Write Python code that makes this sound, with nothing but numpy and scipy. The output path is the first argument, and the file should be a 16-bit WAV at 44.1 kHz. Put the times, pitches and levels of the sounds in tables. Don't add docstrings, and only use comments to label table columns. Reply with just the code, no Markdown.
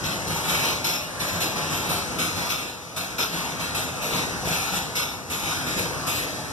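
import sys
import numpy as np
from scipy import signal
from scipy.fft import rfft, irfft, next_fast_len
from scipy.io import wavfile
from scipy.ndimage import map_coordinates

SR = 44100
rng = np.random.default_rng(int(sys.argv[2]) if len(sys.argv) > 2 else 0)


def dump_mix(stems):
    frames = np.atleast_2d(stems).T
    limited = np.clip(frames, -1, 1)
    pcm = np.round(limited * 32767).astype(np.int16)
    wavfile.write(sys.argv[1], SR, pcm)


N = 287532
TIME = np.arange(N) / SR
SIZE = next_fast_len(N + 8192)
HZ = np.fft.rfftfreq(SIZE, 1 / SR)

# (t/s, hiss level/dB, blowing time/s,
# share ringing in the muffler 0-1, thud level/dB, extra fizz level/dB, valve opening time/s, roar level/dB)
PUMP_STROKES = [(.033, -29.5, 0.098, 0.7, -32, -1, 0.0086, -33.5),
                (.268, -33.5, 0.42, 0.5, -27.5, 4.5, 0.011, -33),
                (.476, -27.5, .19, 0.53, -30, 2.5, 0.0069, -29.5),
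                (.629, -28.5, 0.096, 0.64, -42, 2, .0064, -35),
                (.839, -24.5, 0.11, 0.84, -34, 3, 0.0096, -31),
                (1.194, -29, 0.1, 0.5, -33.5, 2, 0.0073, -30.5), (1.315, -33, .18, 0.5, -31, 0, .01, -30.5),
                (1.4, -25, .044, 0.4, -48, 2, .0074, -35), (1.555, -33, 0.15, 0.1, -34, -4, .0071, -31),
                (1.7, -31.5, 0.17, 0, -31, -1.5, 0.0067, -29.5),
                (1.887, -29.5, 0.1, 0, -28.5, 0.5, 0.0076, -30.5),
                (2.183, -28.5, 0.091, .05, -34.5, 0.5, .0054, -34),
                (2.355, -32, 0.13, .6, -28, 2.5, 0.016, -31), (2.49, -24, 0.018, 0.64, -38, 2, .0085, -33),
                (2.58, -35, 0.12, 0.15, -55, -2, 0.012, -36.5),
                (2.962, -31, 0.078, 0.58, -36, 5, 0.0027, -36),
                (3.181, -24, 0.055, 1, -41, 2, 0.0072, -28.5),
                (3.326, -32.5, 0.18, 0.22, -32.5, -2.5, 0.0065, -32.5),
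                (3.591, -32.5, 0.083, 0.2, -34, -2, 0.011, -35.5),
                (3.745, -29, 0.082, 0, -40, -1, .004, -32), (4.015, -32, 0.18, 0.32, -42, 4, 0.0086, -32),
                (4.12, -29, .1, 0.3, -28, -13, 0.013, -32.5),
                (4.445, -28.5, 0.092, 0.48, -29, 4.5, 0.018, -29.5),
                (4.511, -31, 0.24, 0.3, -40, 0, .0059, -40),
                (4.719, -28.5, 0.063, .07, -31.5, 0, 0.015, -33),
                (4.952, -26, 0.084, 0.91, -34, 2, 0.0038, -36),
                (5.297, -31, 0.13, 0.35, -35, 2.5, .0059, -35.5),
                (5.431, -30, 0.15, .24, -32.5, -1, .011, -36), (5.659, -31.5, .1, 0, -40, -5, .0039, -32.5),
                (5.763, -29.5, 0.064, 0.07, -27.5, -.5, 0.0081, -33),
                (6.065, -30.3, 0.16, 0, -36, 2, .0064, -39)]
# (f/Hz, level/dB)
ROAR_SPECTRUM = [(30, -40), (150, 0), (245, -0.5), (320, 1.5), (600, 1), (950, 0.3), (1350, 0), (1750, -2),
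                 (2200, -2.5), (3000, -10), (6000, -22), (14000, -35)]
# (f/Hz, width/Hz, level/dB)
PORT_PEAKS = [(1300, 130, 8), (2280, 110, 5.5), (2620, 100, 4.5), (2880, 85, -4), (3380, 77, -3),
              (3970, 300, 4.5), (4700, 220, -0.5), (5060, 120, 3.5), (6170, 250, 6), (6770, 130, -1),
              (11060, 290, 9.5)]


def amp(db):
    return 10 ** (np.asarray(db) / 20)


def unit(x):
    return x / np.sqrt(np.mean(x ** 2) + 1e-20)


def along(points):
    f, value = np.transpose(points)
    return np.interp(np.log(HZ + 1), np.log(f + 1), value)


def wobble(rate):
    knots = rng.standard_normal(int(N * rate / SR) + 4)
    return map_coordinates(knots, [TIME * rate])


def white():
    return rfft(rng.standard_normal(SIZE))


def ripple(peaks, depth):
    return amp(depth * sum(db * np.exp(-.5 * ((HZ - hz) / width) ** 2) for hz, width, db in peaks))


def air(colour):
    # (f/Hz, likeness 0-1)
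    likeness = [(50, .8), (170, .64), (400, .56), (700, .8), (1050, .97), (2100, .996), (3200, .98),
                (4400, .95), (6600, .85), (7500, .6), (9000, .36), (14000, .25)]
    # (f/Hz, share 0-1)
    left_share = [(1550, .5), (2650, .58), (3700, .64), (4800, .76), (5850, .85), (7000, .73), (10000, .77)]
    # (f/Hz, level/dB)
    side_balance = [(70, -1.5), (170, 2.5), (400, 1), (2100, 0.1), (3200, 1), (4400, 1), (5500, 4),
                    (6700, 3), (7500, 3), (10000, 4), (13500, -0.5)]
    # (f/Hz, phase/half turns)
    channel_phase = [(1020, 0), (2090, 1), (3150, 2), (4400, 3), (5350, 4), (6600, 5), (7550, 6), (8700, 7),
                     (14400, 12.5)]
    lead = np.exp(.5j * np.pi * np.interp(HZ, *np.transpose(channel_phase)))
    left_first = np.array([lead, lead.conj()])
    alike, left = along(likeness), along(left_share)
    waves = np.sqrt(left) * white() * left_first + np.sqrt(1 - left) * white() * left_first.conj()
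    diffuse = np.array([white(), white()])
    pair = np.sqrt(alike) * waves + np.sqrt(1 - alike) * diffuse
    balance = amp(np.outer([.5, -.5], along(side_balance)))
    return unit(irfft(pair * colour * balance, SIZE)[:, :N])


def release(start, length, rise, droop_db, t60):
    t = np.maximum(TIME - start, 0)
    fall_db = droop_db * np.minimum(t / length, 1) + 60 * np.maximum(t - length, 0) / t60
    opening = 1 - np.exp(-t / rise)
    return (opening * amp(-fall_db)) ** 2


def in_room(power, wet, t60):
    keep = amp(-60 / (t60 * SR)) ** 2
    answer = signal.lfilter([1 - keep], [1, -keep], power)
    return np.sqrt(power + wet * answer)


def patchy(x, depth_db, width_hz, life_s, size=512):
    hz, t, z = signal.stft(x, SR, nperseg=size)
    knots = rng.standard_normal((size, size))
    places = np.meshgrid(hz / width_hz, t / life_s, indexing="ij")
    field = map_coordinates(knots, places, mode="mirror")
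    return signal.istft(z * unit(amp(depth_db * field)), SR, nperseg=size)[1][:, :N]


def far_pumps_and_room(rumble_db=-5.0, roar_db=-0.55, hiss_db=-4):
    # (t/s, level/dB)
    far_level = [(0.0, -32), (0.73, -31), (0.96, -37), (1.23, -34.5), (1.43, -35), (1.83, -32), (2.0, -33),
                 (2.38, -32.5), (2.74, -40.5), (3.01, -39), (3.32, -35), (4.45, -31.5), (4.76, -33),
                 (5.25, -38), (5.63, -31.5), (6.52, -34)]
    # (f/Hz, level/dB)
    rumble_spectrum = [(20, -32), (38, -17), (54, -0.5), (72, -1.5), (90, 2.5), (130, 0), (168, 1.5),
                       (205, -2), (250, -8), (295, -5.5), (400, -10), (900, -6), (4000, -77)]
    # (f/Hz, level/dB)
    far_spectrum = [(100, -72), (1200, -30), (2200, -4), (3200, -3.5), (4100, 2), (6000, 3), (7500, -2),
                    (10000, -4), (12000, -7.5), (14200, -14)]
    level_db = np.interp(TIME, *np.transpose(far_level))
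    rumble = amp(level_db + rumble_db + 0.38 * wobble(11)) * air(amp(along(rumble_spectrum)))
    roar = amp(level_db + roar_db + 0.59 * wobble(25)) * air(amp(along(ROAR_SPECTRUM)))
    hiss_colour = amp(along(far_spectrum)) * ripple(PORT_PEAKS, depth=0.42)
    hiss = amp(level_db + hiss_db + 0.45 * wobble(14)) * air(hiss_colour)
    return rumble, roar + hiss


def leak(db=-54, corner_hz=5000):
    return amp(db) * air(HZ / np.hypot(HZ, corner_hz))


def exhausts():
    # (f/Hz, level/dB)
    hiss_spectrum = [(100, -49), (700, -2), (1500, -2.5), (2300, 5), (3300, 6), (4300, 2), (6200, -2.5),
                     (7200, -2), (9500, -13), (12000, -15), (14200, -27)]
    # (f/Hz, level/dB)
    muffled_spectrum = [(100, -51), (700, -4.5), (1400, 0.5), (2300, -4), (3300, 1.5), (4300, 2),
                        (6200, -2), (7500, -11), (9500, -9.5), (12000, -5.5), (14200, -11)]
    # (f/Hz, level/dB)
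    fizz_spectrum = [(2000, -45), (5000, -2), (7500, 6.5), (9500, 3.5), (11000, 7.5), (13000, 5),
                     (14200, 0)]
    # (f/Hz, width/Hz, level/dB)
    muffler_peaks = [(1330, 77, 6.5), (2270, 74, 11.5), (2640, 170, 7), (3080, 91, 2), (3690, 110, 4.5),
                     (4130, 86, 6), (4680, 140, -5), (5335, 125, 7.5), (5770, 89, 3), (6250, 190, 5),
                     (6970, 130, -10), (7430, 120, 6), (8500, 180, -2), (9100, 200, 4.5), (9860, 300, -18),
                     (11360, 460, 4.5), (12950, 300, 6.5)]
    base_fizz_db, fizz_choke_db = -1, 12.5
    spit_db, spit_s = -2, 0.019
    plain, ringing, throaty, fine = np.zeros((4, N))
    for s, db, length, share, _, fizz_db, opening, roar_db in PUMP_STROKES:
        spit = amp(spit_db) ** 2 * release(s, spit_s, rise=0.5 * opening, droop_db=2.5, t60=0.32)
        flow = spit + release(s, length, rise=opening, droop_db=5.0, t60=0.34)
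        plain += (1 - share) * amp(db) ** 2 * flow
        ringing += share * amp(db) ** 2 * flow
        throaty += amp(roar_db) ** 2 * release(s, length, rise=1.5 * opening, droop_db=4, t60=0.33)
        fine_db = db + base_fizz_db + fizz_db - fizz_choke_db * share
        fine += amp(fine_db) ** 2 * (flow - 0.4 * spit)

    hiss_colour = amp(along(hiss_spectrum)) * ripple(PORT_PEAKS, depth=1)
    hiss = in_room(plain, wet=1.0, t60=0.64) * air(hiss_colour)
    sputter_db = 0.29 * wobble(61) + 1.14 * wobble(400)
    ring_colour = amp(along(muffled_spectrum)) * ripple(muffler_peaks, depth=1.26)
    ring = in_room(ringing, wet=0.81, t60=0.47) * air(ring_colour) * amp(sputter_db)
    ring = patchy(ring, depth_db=2.0, width_hz=220, life_s=0.12)
    roar = in_room(throaty, wet=0.37, t60=1.0) * air(amp(along(ROAR_SPECTRUM)))
    fizz_noise = patchy(air(amp(along(fizz_spectrum))), depth_db=3.5, width_hz=450, life_s=0.025)
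    fizz = in_room(fine, wet=0.12, t60=0.22) * fizz_noise
    flutter_db = 0.76 * wobble(60) + 0.19 * wobble(260)
    return (hiss + ring + roar + fizz) * amp(flutter_db)


def diaphragms(knock_db=-4, soft_hz=500, knock_delay_s=0.00634, surge_db=-3.8, surge_s=0.04):
    # (f/Hz, width/Hz, level/dB)
    housing_modes = [(56.5, 14, -18), (102, 28, -6.5), (164, 26, -2), (288, 40, -19)]
    body = sum(amp(db) * 1j * HZ * width / (hz ** 2 - HZ ** 2 + 1j * HZ * width)
               for hz, width, db in housing_modes)
    body = body / (1 + 1j * HZ / soft_hz)
    power, blows = np.zeros(N), np.zeros(SIZE)
    for s, _, _, _, db, *_ in PUMP_STROKES:
        power += amp(db) ** 2 * release(s, surge_s, rise=0.0031, droop_db=3.0, t60=0.16)
        blows[round((s + knock_delay_s) * SR)] = amp(db + knock_db)
    surge = amp(surge_db) * in_room(power, wet=0.39, t60=1.0) * air(abs(body))
    knock = irfft(rfft(blows) * body, SIZE)[:N] / abs(irfft(body, SIZE)).max()
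    return surge + knock


def housing_ring(scatter=0.05, ring_db=0.3, grows=1.27, rise=0.019, t60=0.14):
    # (f/Hz, level/dB)
    boom_modes = [(100, -10.5), (171, 0)]
    typical_db = -32
    out = np.zeros(N)
    scatters = rng.standard_normal((len(PUMP_STROKES), len(boom_modes)))
    for (s, _, _, _, db, *_), detunes in zip(PUMP_STROKES, scatters):
        t = np.maximum(TIME - s, 0)
        boom_db = typical_db + grows * (db - typical_db) + ring_db
        swell = amp(boom_db - 60 * t / t60) * (t / rise) ** 2
        for (hz, level), detune in zip(boom_modes, detunes):
            out += amp(level) * swell * np.sin(2 * np.pi * hz * (1 + scatter * detune) * t)
    return out


def check_balls(t60=0.02, gain_db=-2):
    # (t/s, level/dB)
    ball_knocks = [(4.457, -25), (4.474, -22), (4.503, -27), (4.517, -22)]
    # (f/Hz, level/dB)
    seat_modes = [(190, -3), (410, -3), (680, 0)]
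    out = np.zeros(N)
    for s, db in ball_knocks:
        t = np.maximum(TIME - s, 0)
        for hz, level in seat_modes:
            start_db = db + gain_db + level + rng.normal(0, 2.9)
            out += amp(start_db - 60 * t / t60) * np.sin(2 * np.pi * hz * t)
    return out


def drone(hz=288, width_hz=24, db=-43, start_s=5.85, swell_s=0.3):
    swell = np.clip((TIME - start_s) / swell_s, 0, 1)
    return amp(db) * swell * air(np.exp(-.5 * ((HZ - hz) / width_hz) ** 2))


def walls(x, strength, drift, count=7):
    out = x.copy()
    sway = drift * wobble(.7)
    for delay, bearing in rng.uniform([.003, -1], [.02, 1], (count, 2)):
        when = (TIME - delay - bearing * sway) * SR
        out += strength * np.array([map_coordinates(side, [when]) for side in x])
    return out / np.sqrt(1 + count * strength ** 2)


def turning(x, sway_s=4e-6, rate=5):
    lag = sway_s * wobble(rate)
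    return np.array([map_coordinates(side, [(TIME + sign * lag) * SR], order=5)
                     for side, sign in zip(x, (1, -1))])


def scene():
    rumble, rush = far_pumps_and_room()
    hiss = walls(exhausts() + rush, strength=0.16, drift=0.000667)
    hiss = patchy(hiss, depth_db=2.0, width_hz=190, life_s=0.16)
    return turning(hiss) + diaphragms() + housing_ring() + check_balls() + drone() + rumble + leak()


def record(dry, low_cut_hz=46, top_hz=14300):
    bass = 1 / np.sqrt(1 + (low_cut_hz / (HZ + 1)) ** 6)
    return irfft(rfft(dry, SIZE) * bass * (HZ < top_hz), SIZE)[:, :N]


dry = scene()
out = record(dry)
dump_mix(out)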